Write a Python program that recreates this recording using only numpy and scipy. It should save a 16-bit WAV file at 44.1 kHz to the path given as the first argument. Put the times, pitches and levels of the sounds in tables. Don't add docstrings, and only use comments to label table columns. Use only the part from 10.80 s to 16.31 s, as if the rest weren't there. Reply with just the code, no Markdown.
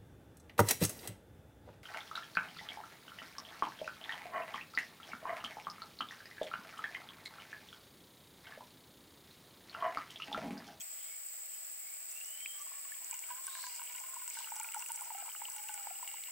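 import sys
import numpy as np
from scipy import signal
from scipy.fft import rfft, irfft
from scipy.io import wavfile

SR = 44100
rng = np.random.default_rng(int(sys.argv[2]) if len(sys.argv) > 2 else 0)


def waveform_to_disk(signal):
    frames = np.transpose(np.atleast_2d(signal))
    scaled = np.clip(frames, -1, 1) * 32767
    samples = np.round(scaled).astype(np.int16)
    wavfile.write(sys.argv[1], SR, samples)


N = 242991
TIME = np.arange(N) / SR

# start_s, relative level_db, pitch_hz, cycles to -60 dB
BUBBLE_EVENTS = [(1.4116, -41.5, 2690, 38), (1.6593, -31.0, 2420, 16.0), (1.8682, -49, 1000, 7),
                 (1.9179, -46.5, 1020, 9), (2.1187, -43.5, 1716, 32), (2.3285, -44, 880, 15),
                 (2.6786, -48, 1490, 29.0), (2.7523, -44.5, 1640, 10), (2.8394, -41, 1600, 6),
                 (2.9946, -48, 1350, 15.0), (3.0165, -42.5, 960, 8.5), (3.152, -42.0, 2840, 9),
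                 (3.3643, -41, 945, 23), (3.5702, -43, 1482, 28), (3.6438, -38.5, 2790, 25),
                 (3.6873, -48, 1390, 15), (3.7192, -35.5, 860, 14), (3.7992, -42, 875.0, 29.0),
                 (3.8118, -40.5, 2300, 18), (3.8436, -40, 2360, 26), (3.8881, -38, 2590, 15),
                 (3.9451, -46.5, 1280, 18), (3.9631, -36.0, 834, 29.5), (4.0233, -38.5, 2715.0, 35),
                 (4.0249, -46.0, 930, 14), (4.0614, -40, 2685.0, 15), (4.0996, -39.5, 883, 31),
                 (4.1016, -50, 1400, 17.0), (4.2707, -46.5, 905, 18), (4.3032, -37, 891, 17.5),
                 (4.3164, -43, 800, 16.0), (4.3478, -41, 767, 22), (4.4235, -42, 743, 10.5),
                 (4.4799, -41, 870, 9.5), (4.4892, -46, 2285.0, 28), (4.5175, -45.5, 2925.0, 21),
                 (4.5495, -38.5, 1270, 7.5), (4.5611, -45.5, 2850, 45.0), (4.6178, -36.5, 874, 11),
                 (4.6532, -34, 2900, 19), (4.6837, -43, 955.0, 13), (4.8865, -38.5, 2720, 21),
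                 (5.0703, -36, 836, 10), (5.1077, -42, 743, 17.5), (5.1531, -46.5, 2820, 43),
                 (5.2269, -40.0, 950, 19), (5.2756, -42.5, 2850, 32.0), (5.2884, -43.5, 2780, 24.0),
                 (5.3405, -43.0, 900, 11.0), (5.4378, -36, 3400, 3), (5.4718, -43, 2800, 20)]
# pitch_hz, width_hz, relative level_db
BORE_RESONANCES = [(2216, 230, 1.5), (2810, 85, -1)]


def amp(db):
    return 10 ** (np.asarray(db) / 20)


def unit(x):
    return x / np.sqrt(np.mean(x ** 2) + 1e-20)


def read(points, hz):
    f, value = np.transpose(points)
    return np.interp(np.log(hz + 1), np.log(f), value)


def add(mix, s, sound):
    part = mix[..., round(s * SR):][..., :sound.shape[-1]]
    part += sound[..., :part.shape[-1]]


def high_pass(x, hz, order):
    return signal.sosfilt(signal.butter(order, hz, "high", fs=SR, output="sos"), x)


def drift(rate_hz):
    hz = np.fft.rfftfreq(N, 1 / SR)
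    return unit(irfft(rfft(rng.standard_normal(N)) / (1 + (hz / rate_hz) ** 2), N))


def resonate(x, hz, width_hz):
    turn = np.exp(2j * np.pi * np.cumsum(hz * np.ones(N)) / SR)
    r = np.exp(-np.pi * width_hz / SR)
    envelope = signal.lfilter([1 - r], [1, -r], x / turn + 1e-18)
    return 2 * (turn * envelope).real


def ring(hz, t60_s, glide=0., build_cycles=0.36, bend=1):
    t = np.arange(int(1.3 * t60_s * SR) + 16) / SR
    shape = (1 - np.exp(-t * hz / build_cycles)) * amp(-60 * (t / t60_s) ** bend)
    return shape / shape.max() * np.sin(2 * np.pi * hz * (t + glide * t ** 2 / (2 * t60_s)))


def walls(x, wet_db, t60_s):
    t = np.arange(1024) / SR
    tail = rng.standard_normal((2, len(t))) * amp(-60 * t / t60_s) * (t > .0004)
    tail /= np.linalg.norm(tail, axis=1, keepdims=True)
    return x + amp(wet_db) * signal.oaconvolve(x[None], tail, axes=1)[:, :N]


def diffuse(colour_db):
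    # hz, left-right coherence
    coherence = [(60, 0.9), (130, 1), (290, 0.46), (640, 0.49), (1300, -0.41), (2400, 0.5), (4400, -0.42),
                 (8000, -0.17), (15000, 0.25)]
    same = np.clip(read(coherence, np.fft.rfftfreq(N, 1 / SR)), -1, 1)
    left, other = rfft(rng.standard_normal((2, N)))
    right = same * left + np.sqrt(1 - same ** 2) * other
    return unit(irfft(np.array([left, right]) * amp(colour_db), N))


def soft_air():
    # hz, relative density_db (per Hz)
    air_spectrum = [(20, -37), (45, -25), (80, -16.5), (150, -15), (300, -6), (590, -3), (665, 7.5),
                    (760, 0.5), (1100, 3), (1380, 6), (1620, 4.5), (2150, 8), (3200, 3), (4100, 1.5),
                    (5100, 9), (5900, 1), (9400, -3.5), (16000, 3)]
    noise = diffuse(read(air_spectrum, np.fft.rfftfreq(N, 1 / SR)))
    return amp(-55.0) * noise * amp(.5 * drift(rate_hz=9.6))


def shimmer(depth_db):
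    return amp(depth_db * unit(high_pass(drift(rate_hz=140), hz=4.3, order=2)))


def insects():
    # hz, relative density_db (per Hz)
    drone_spectrum = [(5500, -67), (6450, -20), (7100, -8), (7820, 1.5), (8450, -4.5), (8850, -25),
                      (9500, -29.5), (10800, -13.5), (11900, -22), (13300, -19.5), (14150, -10),
                      (14800, -9.5), (15700, -7.5)]
    # centre_hz, width_hz, rise_db
    shrill_bands = [(7885, 90, 1.2), (13510, 50, 3.5), (14150, 50, 3), (14838, 30, 6), (15200, 50, 2),
                    (15700, 40, 3)]
    hz = np.fft.rfftfreq(N, 1 / SR)
    shrill_db = sum(db * np.exp(-((hz - f) / width) ** 2) for f, width, db in shrill_bands)
    drone = amp(-43.5) * diffuse(read(drone_spectrum, hz) + shrill_db)
    lower = irfft(rfft(drone) * (hz < 9400), N)
    chorus = lower * shimmer(depth_db=1.6) + (drone - lower) * shimmer(depth_db=1.37)
    lean_db = read([(6500, 0.6), (8200, 1.9), (10000, 1.2), (14000, 0.17)], hz)
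    return irfft(rfft(chorus) * amp([lean_db / 2, -lean_db / 2]), N)


def stopper():
    # start_s, relative level_db
    tick_events = [(0.006, -43), (0.015, -43)]
    # pitch_hz, relative level_db, t60_s
    stopper_modes = [(2570, -12, 0.043), (3270, -1.5, 0.023), (5800, -5, 0.023), (6560, 4.5, 0.0068)]
    hits = np.zeros(N)
    for s, db in tick_events:
        add(hits, s, amp([db]))
    body = sum(amp(db) * signal.oaconvolve(hits, ring(hz, t60_s))[:N] for hz, db, t60_s in stopper_modes)
    return walls(body, wet_db=-10, t60_s=0.012)


def far_calls():
    # middle_s, pitch_hz, level_db (rms before fading), length_s, width_hz
    calls = [(0.23, 3160, -64.5, 0.2, 700), (0.323, 2213, -64, 0.15, 100), (0.74, 3100, -68, 0.1, 398),
             (1.126, 2250, -65.5, 0.24, 180)]
    rise_hz_per_s = 800
    out = np.zeros(N)
    for s, hz, db, length_s, width_hz in calls:
        pitch_hz = hz + rise_hz_per_s * np.clip(TIME - s, -length_s, length_s)
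        band = resonate(rng.standard_normal(N), pitch_hz, width_hz)
        note = unit(resonate(band, pitch_hz, width_hz))
        out += amp(db) * note * np.exp(-(2 * (TIME - s) / length_s) ** 2)
    return out


def stream():
    # start_s, strength_db, mug_db (drive that rings the mug), spray_db
    stream_points = [(1.3, -9, -43, 3), (1.82, -6, -2.5, -5), (2.02, -8.5, -4.5, -21),
                     (2.46, -1.5, -9.5, -5), (2.52, -5.5, 9, -4), (2.62, -8, 1, 5), (2.88, 1, -5.5, -2.5),
                     (3.08, 2, -11.5, -5), (3.35, -3, -2.5, -2), (3.53, 3, -18.5, -13), (3.58, 2.5, -4, -6),
                     (3.75, 0, 0.5, -5), (4.05, -1, 2.5, 6.5), (4.4, 1, -2, -12), (4.85, 0.5, -5, -0.5),
                     (5.1, -1.5, 0.5, -10), (5.5, 5, -22, -7.5)]
    s, strength_db, mug_db, spray_db = np.transpose(stream_points)
    strength = amp(np.interp(TIME, s, strength_db)) * (TIME > s[0])
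    return strength, amp(np.interp(TIME, s, mug_db)), amp(np.interp(TIME, s, spray_db))


def impacts(per_s, spread_db):
    size = amp(spread_db * np.minimum(rng.exponential(1, N), 3))
    return unit(size * rng.choice([-1, 1], N) * (rng.random(N) < per_s / SR))


def mug_modes():
    # width_hz, struck_db, trickle_db
    mode_settings = [(24.3, -1, 1), (43.4, -5, -7.5)]
    # time_s, lower_hz, upper_hz
    mug_pitch = [(1.85, 1166, 1850), (2.15, 1080, 1780), (2.35, 1010, 1516), (2.52, 985, 1550),
                 (2.68, 1085, 1540), (2.8, 1028, 1634), (2.899, 986, 1577), (3.05, 982, 1500),
                 (3.38, 1057, 1430), (3.59, 906, 1555), (3.75, 859, 1440), (3.9, 889, 1384),
                 (4.05, 983, 1430), (4.25, 819, 1376), (4.6, 826, 1266), (4.85, 861, 1533),
                 (5.1, 787, 1363)]
    s, *pitches = np.transpose(mug_pitch)
    return [(np.interp(TIME, s, hz), *mode) for hz, mode in zip(pitches, mode_settings)]


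def trickle():
    strength, mug_gain, _ = stream()
    drive = strength * impacts(per_s=220, spread_db=3.0) * amp(3.0 * drift(rate_hz=27))
    wobble = 1 + 0.01 * drift(rate_hz=4.5)
    mug = sum(amp(db) * unit(resonate(drive * mug_gain, hz * wobble, width_hz))
              for hz, width_hz, _, db in mug_modes())
    bore = sum(amp(db) * unit(resonate(drive, hz, width_hz)) for hz, width_hz, db in BORE_RESONANCES)
    low_pass = signal.butter(4, 3500, fs=SR, output="sos")
    hollow = signal.sosfilt(low_pass, amp(-64) * mug + amp(-69.5) * bore)
    return walls(hollow, wet_db=-9.0, t60_s=0.0085)


def plinks(low_hz, high_hz, per_s, cycles, spread_db, colour=None, count=24):
    out = np.zeros(N)
    for hz in np.geomspace(low_hz, high_hz, count):
        gain = amp(read(colour, hz)) if colour else 1
        out += gain * signal.oaconvolve(impacts(per_s, spread_db), ring(hz, cycles / hz, glide=0.2))[:N]
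    clumps = amp(6.8 * drift(rate_hz=22))
    return unit(out * clumps * stream()[0])


def fizz():
    strength, mug_gain, _ = stream()
    small = plinks(1914, 3200, per_s=28, cycles=42, spread_db=6.5)
    middling = unit(plinks(1227, 1684, per_s=35, cycles=41, spread_db=-0.5, count=8) * mug_gain)
    large = plinks(870, 950, per_s=10, cycles=26, spread_db=2.5, count=6)
    large = unit(large * strength * np.sqrt(mug_gain))
    mix = amp(-68.5) * small + amp(-71.5) * middling + amp(-68.5) * large
    return walls(mix, wet_db=-5, t60_s=0.019)


def chirp(rows, width_hz):
    s, hz, db = np.transpose(rows)
    pitch_hz = np.interp(TIME, s, hz)
    band = resonate(rng.standard_normal((2, N)), pitch_hz, width_hz)
    band = resonate(band, pitch_hz, width_hz)
    level = amp(np.interp(TIME, s, db)) * (TIME > s[0]) * (TIME < s[-1])
    return unit(band + 0.036 * band[::-1]) * level


def whistle(rows, flutter_db, waver):
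    s, hz, db = np.transpose(rows)
    turns = np.cumsum(np.interp(TIME, s, hz) * (1 + waver * drift(rate_hz=66.5))) / SR
    level = amp(np.interp(TIME, s, db) + flutter_db * drift(rate_hz=32))
    level = level * (TIME > s[0]) * (TIME < s[-1])
    return np.sqrt(2) * level * np.sin(2 * np.pi * turns)


def thin_chirp():
    # time_s, pitch_hz, relative level_db
    thin_curve = [(1.31, 2590, -70), (1.355, 2696, -58.5), (1.5, 2950, -59.5), (1.6, 3080, -55),
                  (1.71, 3174, -54.5), (1.81, 3207, -62), (1.87, 3290, -72), (2.0, 3270, -86)]
    direct = whistle(thin_curve, flutter_db=2.5, waver=0.016)
    return amp(-5.5) * direct + amp(-3.0) * chirp(thin_curve, width_hz=99)


def bubbles():
    glide, build_cycles, bend = 0.1, 2.9, 2.2
    out = np.zeros(N)
    for s, db, hz, cycles in BUBBLE_EVENTS:
        add(out, s, amp(db) * ring(hz, cycles / hz, glide, build_cycles, bend))
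    return amp(-1.0) * out


def pinches():
    snaps = np.zeros(N)
    for s, db, hz, _ in BUBBLE_EVENTS:
        add(snaps, s, amp(db) * ring(1.24 * hz, t60_s=0.0016))
    mug = sum(resonate(snaps, hz, width_hz) for hz, width_hz, _, _ in mug_modes())
    bore = sum(amp(db) * resonate(snaps, hz, width_hz) for hz, width_hz, db in BORE_RESONANCES)
    return amp(-8.5) * snaps + amp(-7.0) * mug + amp(5.0) * bore


def droplets():
    # start_s, relative level_db, centre_hz
    drop_events = [(1.446, -38.5, 5740), (1.606, -41, 7800), (1.793, -39, 5650), (2.0132, -34, 9800),
                   (2.1192, -33.5, 10400), (2.2451, -30, 7200), (2.311, -23.5, 7800), (2.3415, -29, 6900),
                   (2.3915, -27, 7650), (2.6684, -23, 9300), (2.75, -33, 8300), (2.819, -30.5, 8200),
                   (2.867, -29.5, 7100), (2.9613, -29, 7400), (3.0583, -37, 10500), (3.1617, -31.5, 7600),
                   (3.342, -30.5, 8050), (3.478, -28.5, 8100), (3.501, -27.5, 7340), (3.543, -29, 8700),
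                   (3.589, -29, 8160), (3.7029, -41, 5700), (3.764, -33, 8800), (3.7988, -24.5, 7340),
                   (3.832, -28.5, 9250), (3.9209, -32, 8600), (3.9446, -27.5, 9300), (3.9797, -38, 5800),
                   (3.994, -36.5, 5700), (4.003, -38, 10700), (4.0421, -38, 10200), (4.0618, -32, 9000),
                   (4.0895, -40, 6300), (4.1189, -23.5, 9600), (4.1613, -30.5, 8000), (4.2097, -29, 8050),
                   (4.3856, -31.5, 7600), (4.7, -29, 8550), (4.7196, -36.5, 6000), (4.763, -31.5, 9800),
                   (4.8233, -38, 9900), (4.887, -33, 7000), (4.9415, -25.5, 8040), (4.9973, -33, 7750),
                   (5.142, -36, 7840), (5.278, -31.5, 7900)]
    # hz, relative level_db
    spray_spectrum = [(4500, -12), (5600, -4), (7500, 7.5), (9500, 1), (11000, 7), (13000, -23)]
    tick_t60_s, slap_t60_s = 0.0028, 0.0055
    ticks, slaps = np.zeros(N), np.zeros(N)
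    t = np.arange(512) / SR
    for s, db, hz in drop_events:
        add(ticks, s, amp(db) * ring(hz, tick_t60_s, build_cycles=1.5))
        add(slaps, s, amp(db - 60 * t / slap_t60_s) * (1 - np.exp(-t * hz / 2)))
    spray = plinks(5400, 11500, per_s=45, cycles=16, spread_db=4.0, colour=spray_spectrum, count=8)
    spray = unit(spray * stream()[2])
    splats = amp(-2.0) * ticks + amp(-6.0) * slaps * rng.standard_normal(N) + amp(-62) * spray
    band_pass = signal.butter(3, [5100, 12000], "band", fs=SR, output="sos")
    return walls(signal.sosfilt(band_pass, splats), wet_db=-3.0, t60_s=0.019)


def struck(hits, hz, width_hz):
    return resonate(hits, hz, width_hz) * SR / (2 * np.pi * width_hz)


def beads():
    # start_s, relative low_db (low resonances), relative bore_db (bore modes)
    bead_events = [(2.051, -47.5, -46.5), (2.313, -48, -46), (2.343, -46, -38.5), (2.504, -36.5, -45),
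                   (2.679, -39.5, -43), (2.752, -38.5, -45), (2.789, -40, -61), (2.839, -35, -54),
                   (2.868, -38.5, -41), (2.9944, -41, -40.5), (3.0185, -46, -42), (3.1006, -63, -40),
                   (3.15, -46, -47), (3.183, -58, -40.5), (3.236, -45, -58), (3.285, -45, -64),
                   (3.334, -43.5, -57), (3.418, -41.5, -53), (3.4775, -44, -41), (3.569, -38.5, -62),
                   (3.589, -42, -41), (3.8, -38, -39), (3.8459, -36.5, -55), (3.921, -60, -38),
                   (3.945, -34.5, -42), (4.1, -46, -40), (4.2095, -46, -49), (4.3035, -62, -46),
                   (4.349, -50, -43), (4.4233, -47, -58), (4.5495, -52, -52), (4.6837, -64, -38.5),
                   (4.764, -43, -39.5), (4.783, -52, -39), (4.893, -34, -43), (4.943, -40, -46),
                   (5.194, -58, -52), (5.2765, -61, -35), (5.315, -56, -40), (5.341, -53, -40)]
    low_hits, bore_hits = np.zeros(N), np.zeros(N)
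    for s, low_db, bore_db in bead_events:
        add(low_hits, s, amp([low_db]))
        add(bore_hits, s, amp([bore_db]))
    mug = sum(amp(db) * struck(low_hits, hz, width_hz) for hz, width_hz, db, _ in mug_modes())
    bore = sum(amp(db) * struck(bore_hits, hz, width_hz) for hz, width_hz, db in BORE_RESONANCES)
    return amp(-5.5) * mug + amp(-6.5) * bore


def hoarse_chirp():
    # time_s, centre_hz, relative level_db
    hoarse_curve = [(2.62, 3650, -68), (2.72, 3800, -54), (2.77, 4050, -52.5), (2.86, 4640, -49),
                    (2.91, 4820, -54), (2.99, 5000, -54.5)]
    hiss_bands = [(0.9, 760, -9), (1, 400, -6), (1.22, 1100, -9.5), (1.1, 7600, -7)]
    out = 0
    for ratio, width_hz, db in hiss_bands:
        rows = [(s, hz * ratio, level_db) for s, hz, level_db in hoarse_curve]
        out = out + amp(db) * chirp(rows, width_hz)
    return out


def swish():
    # time_s, centre_hz, level_db
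    swish_curve = [(3.44, 5900, -84), (3.52, 5400, -57), (3.59, 4500, -52.5), (3.68, 3620, -61)]
    return chirp(swish_curve, width_hz=4500)


def scene():
    meadow = soft_air() + insects() + far_calls()
    plops = walls(bubbles(), wet_db=-16, t60_s=0.04)
    rings = walls(pinches() + beads(), wet_db=-17, t60_s=0.04)
    water = plops + high_pass(rings + trickle() + fizz(), hz=769, order=6)
    treble = high_pass(droplets() + thin_chirp() + hoarse_chirp() + swish(), hz=1100, order=2)
    return meadow + stopper() + water + treble


def record(dry):
    thin = high_pass(dry, hz=44.4, order=2)
    edge_hz = 15800
    low_pass = signal.firwin(601, edge_hz, window=("kaiser", 8), fs=SR)
    return signal.oaconvolve(thin, low_pass[None], "same")


dry = scene()
out = record(dry)
waveform_to_disk(out)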